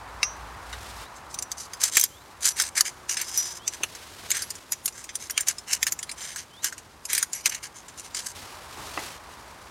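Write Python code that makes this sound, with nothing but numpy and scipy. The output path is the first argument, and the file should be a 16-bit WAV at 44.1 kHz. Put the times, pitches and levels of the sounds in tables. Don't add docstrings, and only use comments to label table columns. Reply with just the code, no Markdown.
import sys
import numpy as np
from scipy import signal
from scipy.fft import rfft, irfft, next_fast_len
from scipy.io import wavfile

SR = 44100
rng = np.random.default_rng(int(sys.argv[2]) if len(sys.argv) > 2 else 0)


def generate_wav(signal):
    frames = np.transpose(np.atleast_2d(signal))
    scaled = np.clip(frames, -1, 1) * 32767
    pcm = np.round(scaled).astype(np.int16)
    wavfile.write(sys.argv[1], SR, pcm)


N = 427769

# pitch_hz [Hz], relative level_db [dB], t60_s [s]
FREE_TUBE_MODES = [(5868, -4, .21), (11140, -12, .11), (11350, -17, .14), (5216, -26, .12),
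                   (6600, -23, .12), (7450, -24, .14), (8540, -24, .16), (8958, -25, .18),
                   (12950, -25, .16), (14460, -28, .18)]
USUAL_PEAK_DB, USUAL_BODY_DB, USUAL_EDGE_DB = -12, -20, -20


def from_db(db):
    return 10 ** (np.asarray(db) / 20)


def rms_one(x):
    return x / np.sqrt(np.mean(x ** 2) + 1e-20)


def in_time(rows):
    return np.interp(np.arange(N) / SR, *np.transpose(rows))


def add(track, s, sound):
    at = max(0, round(s * SR))
    track[at:at + len(sound)] += sound[:max(0, N - at)]


def drift(rate, count):
    steps = np.arange(count) * rate / SR
    knots = rng.standard_normal(int(steps[-1]) + 2)
    return np.interp(steps, np.arange(len(knots)), knots)


def coloured_noise(colour):
    size = next_fast_len(N)
    hz, db = np.transpose(colour)
    bins = np.maximum(np.arange(size // 2 + 1) * SR / size, 1)
    low_cut = np.minimum(bins / hz[0], 1) ** 3
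    gain = from_db(np.interp(np.log(bins), np.log(hz), db)) * low_cut
    return rms_one(irfft(rfft(rng.standard_normal(size)) * gain, size)[:N])


def resonate(x, hz, width):
    r = np.exp(-np.pi * width / SR)
    zeros = np.array([1, 0, -1]) * (1 - r * r) / 2
    poles = [1, -2 * r * np.cos(2 * np.pi * hz / SR), r * r]
    return signal.lfilter(zeros, poles, x)


def struck(modes):
    t = np.arange(SR // 2) / SR
    sound = np.zeros(len(t))
    for hz, db, t60 in modes:
        sound += from_db(db - 60 * t / t60) * np.sin(2 * np.pi * hz * t) * rng.choice([-1, 1])
    return sound


def wavering(hz, waver_hz, throb_db):
    phase = 2 * np.pi * np.cumsum(hz + waver_hz * drift(13, count=N)) / SR
    return rms_one(from_db(throb_db * drift(9, count=N)) * np.sin(phase))


def swell(t, build_s, ease_s, depth_db, fade_s):
    pressure = from_db(np.interp(t, [-build_s, 0, ease_s], [-depth_db, 0, -depth_db]))
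    since_touch, until_release = t + build_s + fade_s / 2, ease_s + fade_s - t
    return pressure * np.clip(np.minimum(since_touch, until_release) / fade_s, 0, 1)


def road(road_db=2.5):
    # time_s [s], level_db before road_db is added [dB]
    loudness = [(0.0, -45.5), (0.46, -44.5), (1.92, -51), (2.05, -60), (2.32, -52), (2.54, -52),
                (3.54, -51.5), (3.94, -58), (4.78, -57.5), (6.18, -53.5), (6.48, -58), (8.4, -53),
                (8.54, -48), (9.7, -50)]
    # pitch_hz [Hz], relative level_db [dB]
    colour = [(60, 4), (170, -11), (350, -11.5), (600, -4.5), (1000, 2), (1400, -3), (2000, -9),
              (3200, -19.5), (7000, -26.5), (16000, -41)]
    return from_db(in_time(loudness) + road_db) * coloured_noise(colour)


def drone(level_db=-49, heard_until_s=1.05, fade_s=.03):
    # pitch_hz [Hz], relative level_db [dB]
    engine_lines = [(57, -3), (62, -9.5), (82, -11), (103, -11)]
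    t = np.arange(N) / SR
    lines = sum(from_db(db) * wavering(hz, waver_hz=1.5, throb_db=3.0) for hz, db in engine_lines)
    return from_db(level_db) * np.clip((heard_until_s - t) / fade_s, 0, 1) * rms_one(lines)


def open_air(level_db=-57):
    # pitch_hz [Hz], relative level_db [dB]
    colour = [(25, -23), (45, -11.5), (65, -5.5), (110, -7.5), (170, -10), (350, -10), (800, -18),
              (4000, -79)]
    return from_db(level_db) * coloured_noise(colour)


def rustle(rub_db=-5, grain_db=2.0, sleeves_db=-49.5, sleeves_wander_db=-1.3):
    # fastest_s [s], build_s [s], ease_s [s], level_db before rub_db and grain [dB]
    rubs = [(.9, .25, 0.071, -38.5), (1.02, 0.053, 0.033, -37), (4.02, 0.3, 0.259, -40.5),
            (4.38, 0.24, 0.25, -39.5), (8.352, 0.0071, .34, -37), (9.03, .33, .13, -33),
            (9.3, 0.13, 0.73, -47.5)]
    # pitch_hz [Hz], relative level_db [dB]
    colour = [(85, 8), (170, -5.5), (400, -2), (1500, -2.5), (4500, -3.5), (6500, -6), (9000, -8.5),
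              (12000, -12.5), (16000, -21.5)]
    now = np.arange(N) / SR
    drags = np.zeros(N)
    for s, build_s, ease_s, db in rubs:
        drags += from_db(db) * swell(now - s, build_s, ease_s, depth_db=8, fade_s=0.024)
    sleeves = from_db(sleeves_db + sleeves_wander_db * drift(4, count=N))
    grain = from_db(rub_db + grain_db * drift(180, count=N))
    return np.hypot(drags, sleeves) * grain * coloured_noise(colour)


def bundle(force, body_db, edge_db, scatter_db, detune, damping):
    # pitch_hz [Hz], width_hz before damping scales it [Hz], relative level_db [dB]
    resonances = [(350, 73, -15.5), (925, 1340, -16), (1630, 470, -2.5), (2180, 610, -3.5), (2875, 470, -3),
                  (3183, 670, -4), (4010, 1120, -3.5), (4680, 440, 0.5), (5213, 226, 4.5), (5440, 600, -2),
                  (6054, 345, 6.5), (6494, 390, 4.5), (7070, 180, 6), (7383, 173, 5.5), (7970, 370, 0.5),
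                  (8340, 330, -0.5), (8760, 147, 4.5), (9140, 135, 4), (9520, 430, -2.5),
                  (10650, 490, -2.5), (11100, 340, -2), (11560, 710, -8.5), (12640, 350, -5.5),
                  (13500, 420, -11.5), (14600, 280, -8)]
    hz, width, db = np.transpose(resonances)
    tilt_db = np.interp(hz, [300, 1600, 2300, 4600, 8500, 11000], [0, body_db, body_db, 0, 0, edge_db])
    db = db + tilt_db + scatter_db * rng.standard_normal(len(hz))
    hz = hz * (1 + detune * rng.standard_normal(len(hz)))
    sound = np.zeros(len(force))
    for k in range(len(hz)):
        sound += (-1) ** k * from_db(db[k]) * resonate(force, hz[k], damping * width[k])
    return sound


def chatter_t60(peak_db, body_db, usual_s=0.037, heavier_is_longer=0.19, harder_is_shorter=0.32):
    longer_db = heavier_is_longer * (body_db - USUAL_BODY_DB)
    shorter_db = harder_is_shorter * (peak_db - USUAL_PEAK_DB)
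    return usual_s * from_db(longer_db - shorter_db)


def clacks(contacts, crack=5.3, rise_s=0.000072, favoured=0.55, favoured_width_hz=150,
           tail_db=-27, tail_t60=0.062, scuff_db=-20, scuff_s=0.0092,
           rebound_s=.01, rebound_spread=.4, rebound_db=-21.5, crest_db=11):
    out, lead = np.zeros(N), SR // 25
    t = np.arange(-lead, SR // 8) / SR
    after = np.maximum(t, 0)
    head = slice(lead, lead + 6 * SR // 1000)
    scuff = from_db(scuff_db) * np.exp(-np.abs(t) / scuff_s) * (t < 0)
    for s, peak_db, body_db, edge_db, hz in contacts:
        decay = from_db(-60 * after / chatter_t60(peak_db, body_db))
        tail = from_db(tail_db - 60 * after / tail_t60)
        chatter = (decay + tail) * (1 - np.exp(-after / rise_s))
        delay_s = rebound_s * (1 + rebound_spread * rng.uniform(-1, 1))
        rebound = from_db(rebound_db) * np.interp(t - delay_s, t, chatter)
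        force = rng.standard_normal(len(t)) * (scuff + np.hypot(chatter, rebound))
        force[lead] += crack
        walls = bundle(force, body_db - USUAL_BODY_DB, edge_db - USUAL_EDGE_DB,
                       scatter_db=3.5, detune=0.021, damping=0.96)
        spot = resonate(force, hz, favoured_width_hz)
        clack = walls / np.std(walls[head]) + favoured * spot / np.std(spot[head])
        add(out, s + t[0], from_db(peak_db - crest_db) * clack / np.std(clack[head]))
    return out


def fitting(struck_s=.2305):
    # pitch_hz [Hz], level_db [dB], t60_s [s]
    fitting_modes = [(1200, -27, 0.058), (1790, -44, .05), (2300, -27, 0.037), (2690, -16.5, 0.042),
                     (3820, -18, 0.025), (4580, -15.5, 0.018), (4900, -38, .12), (5330, -29, 0.099),
                     (5760, -25, 0.25), (6000, -34, 0.31), (6072, -36, 0.3), (6220, -29, 0.27),
                     (7020, -31, 0.066)]
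    out = np.zeros(N)
    add(out, struck_s, struck(fitting_modes))
    return out


def sympathy(poles, level_db=-1):
    sound = np.zeros(N)
    for hz, db, t60 in FREE_TUBE_MODES:
        width_hz = np.log(1000) / np.pi / t60
        sound += from_db(level_db + db / 2) * resonate(poles, hz, width_hz)
    return sound


def woodland(x, level_db=-29, t60=0.72):
    t = np.arange(SR // 2) / SR
    echoes = rng.standard_normal(len(t)) * from_db(-60 * t / t60) * (t > .008)
    return from_db(level_db) * signal.fftconvolve(x, echoes / np.linalg.norm(echoes))[:N]


def ticks(start_s=0.91, end_s=8.33, per_s=1.6, peak_db=-32, spread_db=8, tick_hz=6750):
    chance = rng.random((int(per_s * (end_s - start_s)), 2))
    rows = []
    for when, size in chance:
        tick_db = peak_db + spread_db * (2 * size - 1)
        rows.append((start_s + when * (end_s - start_s), tick_db, USUAL_BODY_DB, USUAL_EDGE_DB, tick_hz))
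    return rows


def bird(to_hz=4270, bend=1.6, flutter_db=3.5):
    # start_s [s], level_db before flutter [dB], length_s [s], starting pitch_hz [Hz]
    whistles = [(1.038, -51, .052, 3600), (2.09, -56, 0.15, 3000), (3.57, -52, 0.15, 2950),
                (5.313, -51, .11, 3000), (6.5, -50, 0.14, 3000)]
    out = np.zeros(N)
    for s, db, length_s, from_hz in whistles:
        u = np.linspace(0, 1, int(length_s * SR))
        hz = from_hz + (to_hz - from_hz) * u ** bend + 25 * drift(380, count=len(u))
        flutter = from_db(db + flutter_db * drift(96, count=len(u)))
        level = flutter * np.sqrt(np.abs(np.sin(np.pi * u)))
        add(out, s, level * np.sin(2 * np.pi * np.cumsum(hz) / SR))
    return out


def scrapes(swell_db=11, slips_per_s=2300, hiss=0.57, rough_db=3.0, fade_s=.012,
            hardest_share=0.41, edge_db=-2.5, singing_below_db=-25, sing_per_db=0.45):
    # start_s [s], length_s [s], level_db [dB], body_db near 2 kHz [dB]
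    slides = [(1.15, 0.05, -48, -5), (1.294, 0.046, -44, -5), (1.572, 0.09, -34.5, -1),
              (1.803, 0.09, -22, 1), (1.919, 0.14, -22, 1), (2.418, 0.098, -21, 2),
              (2.558, 0.13, -26.5, 3.5), (2.755, 0.06, -20.5, 4.5), (2.846, 0.053, -27.5, 5),
              (3.087, 0.068, -26, 4), (3.165, 0.082, -30.5, 11.5), (3.24, 0.34, -30.5, 0.5),
              (3.719, .045, -35.5, 7.5), (4.299, 0.14, -28.5, 8), (4.937, 0.11, -41.5, 5.5),
              (5.186, 0.092, -38, 2), (5.368, 0.068, -34.5, 13), (5.467, 0.054, -24.5, 5),
              (5.672, 0.097, -28.5, 8), (5.722, 0.027, -18.5, -4.5), (5.868, .025, -27, 5),
              (6.169, 0.18, -34, 8), (6.364, 0.069, -35, 8), (6.627, 0.068, -26, 6.5),
              (7.087, .16, -28.5, 8), (7.323, 0.083, -36, 5.5), (7.456, 0.021, -19, 4.5),
              (7.485, 0.1, -35.5, 11), (7.622, 0.049, -33.5, 6), (7.744, .07, -42, 3),
              (7.973, 0.042, -35, -2), (8.027, 0.056, -41, 3), (8.147, 0.076, -30, 3),
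              (8.232, 0.086, -33, -1.5)]
    out = np.zeros(N)
    for s, length_s, db, body_db in slides:
        build_s, ease_s = hardest_share * length_s, (1 - hardest_share) * length_s
        t = np.arange(-build_s - fade_s / 2, ease_s + fade_s, 1 / SR)
        slips = (rng.random(len(t)) < slips_per_s / SR) * rng.standard_normal(len(t))
        rubbing = rms_one(slips) + hiss * rng.standard_normal(len(t))
        force = rubbing * from_db(rough_db * drift(209.4, count=len(t)))
        held = rms_one(bundle(force, body_db, edge_db, scatter_db=1.0, detune=.006, damping=1.0))
        singing = rms_one(bundle(force, body_db - 3.5, edge_db, scatter_db=3.0, detune=0.0062, damping=0.31))
        loose = from_db(sing_per_db * (singing_below_db - db)) * singing
        stroke = from_db(db) * swell(t, build_s, ease_s, swell_db, fade_s)
        add(out, s + build_s + t[0], stroke * rms_one(held + loose))
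    return out


def free_rings():
    # start_s [s], level_db added to every mode [dB], bright_db added near 11 kHz [dB]
    rings = [(1.424, -38, -2), (1.972, -31, 3), (2.489, -26, 7), (3.094, -21.5, -11), (3.3756, -11, -3.5),
             (3.835, -45, 19), (4.421, -38, 19), (6.65, -43, 12), (7.053, -46, 19), (7.229, -44, 15),
             (7.35, -30, 9)]
    out = np.zeros(N)
    for s, db, bright_db in rings:
        modes = []
        for hz, mode_db, t60 in FREE_TUBE_MODES:
            rim_db = np.interp(hz, [6000, 11200, 13500], [0, bright_db, 0])
            modes.append((hz, db + mode_db + rim_db, t60))
        add(out, s, struck(modes))
    return out


def thuds(rise_s=0.0015):
    # start_s [s], level_db [dB], t60_s [s]
    thud_rows = [(1.969, -23.5, 0.029), (3.805, -36.5, 0.081), (3.835, -33.5, 0.063), (4.234, -38, .06),
                 (7.46, -40.5, 0.2), (8.77, -42, 0.81), (8.973, -30.5, 0.11)]
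    # pitch_hz [Hz], relative level_db [dB]
    colour = [(40, -15), (100, -16), (300, -5.5), (600, -7), (1000, -2), (2000, -17), (16000, -59)]
    push, t = np.zeros(N), np.arange(SR // 2) / SR
    for s, db, t60 in thud_rows:
        add(push, s, from_db(db - 60 * t / t60) * (1 - np.exp(-t / rise_s)))
    return push * coloured_noise(colour)


def hum(hz=359, peak_s=2.9, peak_db=-60.5, rise_db_per_s=49, fall_db_per_s=5.5):
    t = np.arange(N) / SR
    below_peak_db = np.maximum(rise_db_per_s * (peak_s - t), fall_db_per_s * (t - peak_s))
    return from_db(peak_db - below_peak_db) * wavering(hz, waver_hz=4.0, throb_db=1.0)


def sleeve_knock(knock_s=8.9755):
    # pitch_hz [Hz], level_db [dB], t60_s [s]
    knock_modes = [(293, -33, .05), (525, -39, 0.046), (848, -37, 0.33), (1200, -19, 0.014),
                   (1836, -34, .077), (2000, -30.5, 0.1), (2650, -24, 0.023)]
    out = np.zeros(N)
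    add(out, knock_s, struck(knock_modes))
    return out


def scene():
    # start_s [s], nominal peak_db [dB], body_db near 2 kHz and edge_db above 10 kHz
    # [dB re peak, acting against the usual contact], favoured wall mode pitch_hz [Hz]
    contacts = [(0.2299, -9, -9.5, -23, 5210), (0.7283, -22.5, -2, -27, 3740),
                (1.3426, -20, -35, -24, 6100), (1.388, -15, -28, -29, 6250), (1.424, -15.5, -30, -20, 7240),
                (1.5165, -15, -26, -25, 6300), (1.734, -21, -11, -18, 4950), (1.8369, -4, -34, -21, 6140),
                (1.9692, 0, -10.5, -12, 7200), (1.9963, -8, -23, -7, 6130), (2.0118, -5.5, -37, -11, 6200),
                (2.0383, -4, -26.5, -13, 7450), (2.454, -7, -19, -20, 7140), (2.4718, -15, -30, -14, 7270),
                (2.4882, -9, -42, -23, 6400), (2.599, -5.5, -13, -21, 5250),
                (2.6202, -10.5, -29, -19, 6330), (2.808, 0, -17.5, -19, 6340),
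                (3.094, -14.5, -16, -27, 5880), (3.1698, -12.5, -10, -29, 5220),
                (3.2138, -13, -21, -16, 6180), (3.3747, -12, -31, -6, 5870), (3.6777, -8, -25, -29, 5940),
                (3.8341, -8.5, -6, -16, 6230), (3.9499, -26, -15, -18, 6270), (4.3044, -11, -22, -16, 6250),
                (4.3151, -6, -22.5, -21, 7090), (4.368, -17, -22, -15, 6390), (4.4202, -16, -20, -20, 4880),
                (4.504, -16.5, -25.5, -19, 6470), (4.5526, -27.5, -22, -24, 7600),
                (4.7208, -9, -19.5, -11, 6910), (4.7298, -16.5, -16.5, -23, 6660),
                (4.8575, -8, -25, -13.5, 6760), (4.878, -16, -18, -22, 7300), (5.091, -23.5, -6, -34, 6190),
                (5.1542, -13, -25.5, -20, 9460), (5.2976, -18, -9, -20, 7200),
                (5.3068, -15.5, -19, -11, 5750), (5.377, -5, -17.5, -22, 3130),
                (5.4071, -11, -22, -19, 9000), (5.4845, -4.5, -42, -20, 7000),
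                (5.5833, -20.5, -21, -27, 7140), (5.8287, -5, -17, -20, 6350), (5.8675, -9, -15, -18, 6500),
                (5.9218, -9.5, -25, -10, 7200), (5.99, -18.5, -13.5, -20, 6900),
                (6.0285, -17.5, -17, -26, 9950), (6.0929, -20.5, -17, -27, 4100),
                (6.1143, -20, -19, -26, 8970), (6.3599, -19.5, -13, -22, 8000),
                (6.6438, -9, -21, -18.5, 5700), (6.7248, -22, -14, -23, 6550),
                (6.7795, -26.5, -21, -26, 6800), (7.0525, -18.5, -27, -22, 6760),
                (7.0993, -16.5, -18, -20, 6960), (7.1316, -7.5, -17, -7, 8350),
                (7.1498, -10.5, -29, -15, 8800), (7.1789, -8, -11, -11, 8420), (7.227, -6, -22, -18, 6890),
                (7.3312, -13.5, -22.5, -20, 6820), (7.458, -3.5, -19.5, -23, 5960),
                (7.4949, -15.5, -32, -17, 6200), (7.5468, -17, -16, -22, 6830),
                (7.883, -29.5, -13, -26, 7240), (8.1466, -15.5, -14.5, -29, 7050)]
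    poles = clacks(contacts) + scrapes() + clacks(ticks())
    metal = poles + sympathy(poles) + free_rings() + fitting()
    cloth = rustle() + thuds() + sleeve_knock()
    distance = road() + drone() + hum() + open_air()
    return (metal + woodland(metal) + bird() + cloth + distance)[None]


def record(dry, cutoff_hz=15900):
    top_cut = signal.ellip(10, .1, 70, cutoff_hz, fs=SR, output="sos")
    return signal.sosfilt(top_cut, np.clip(dry, -1, 1))


dry = scene()
out = record(dry)
generate_wav(out)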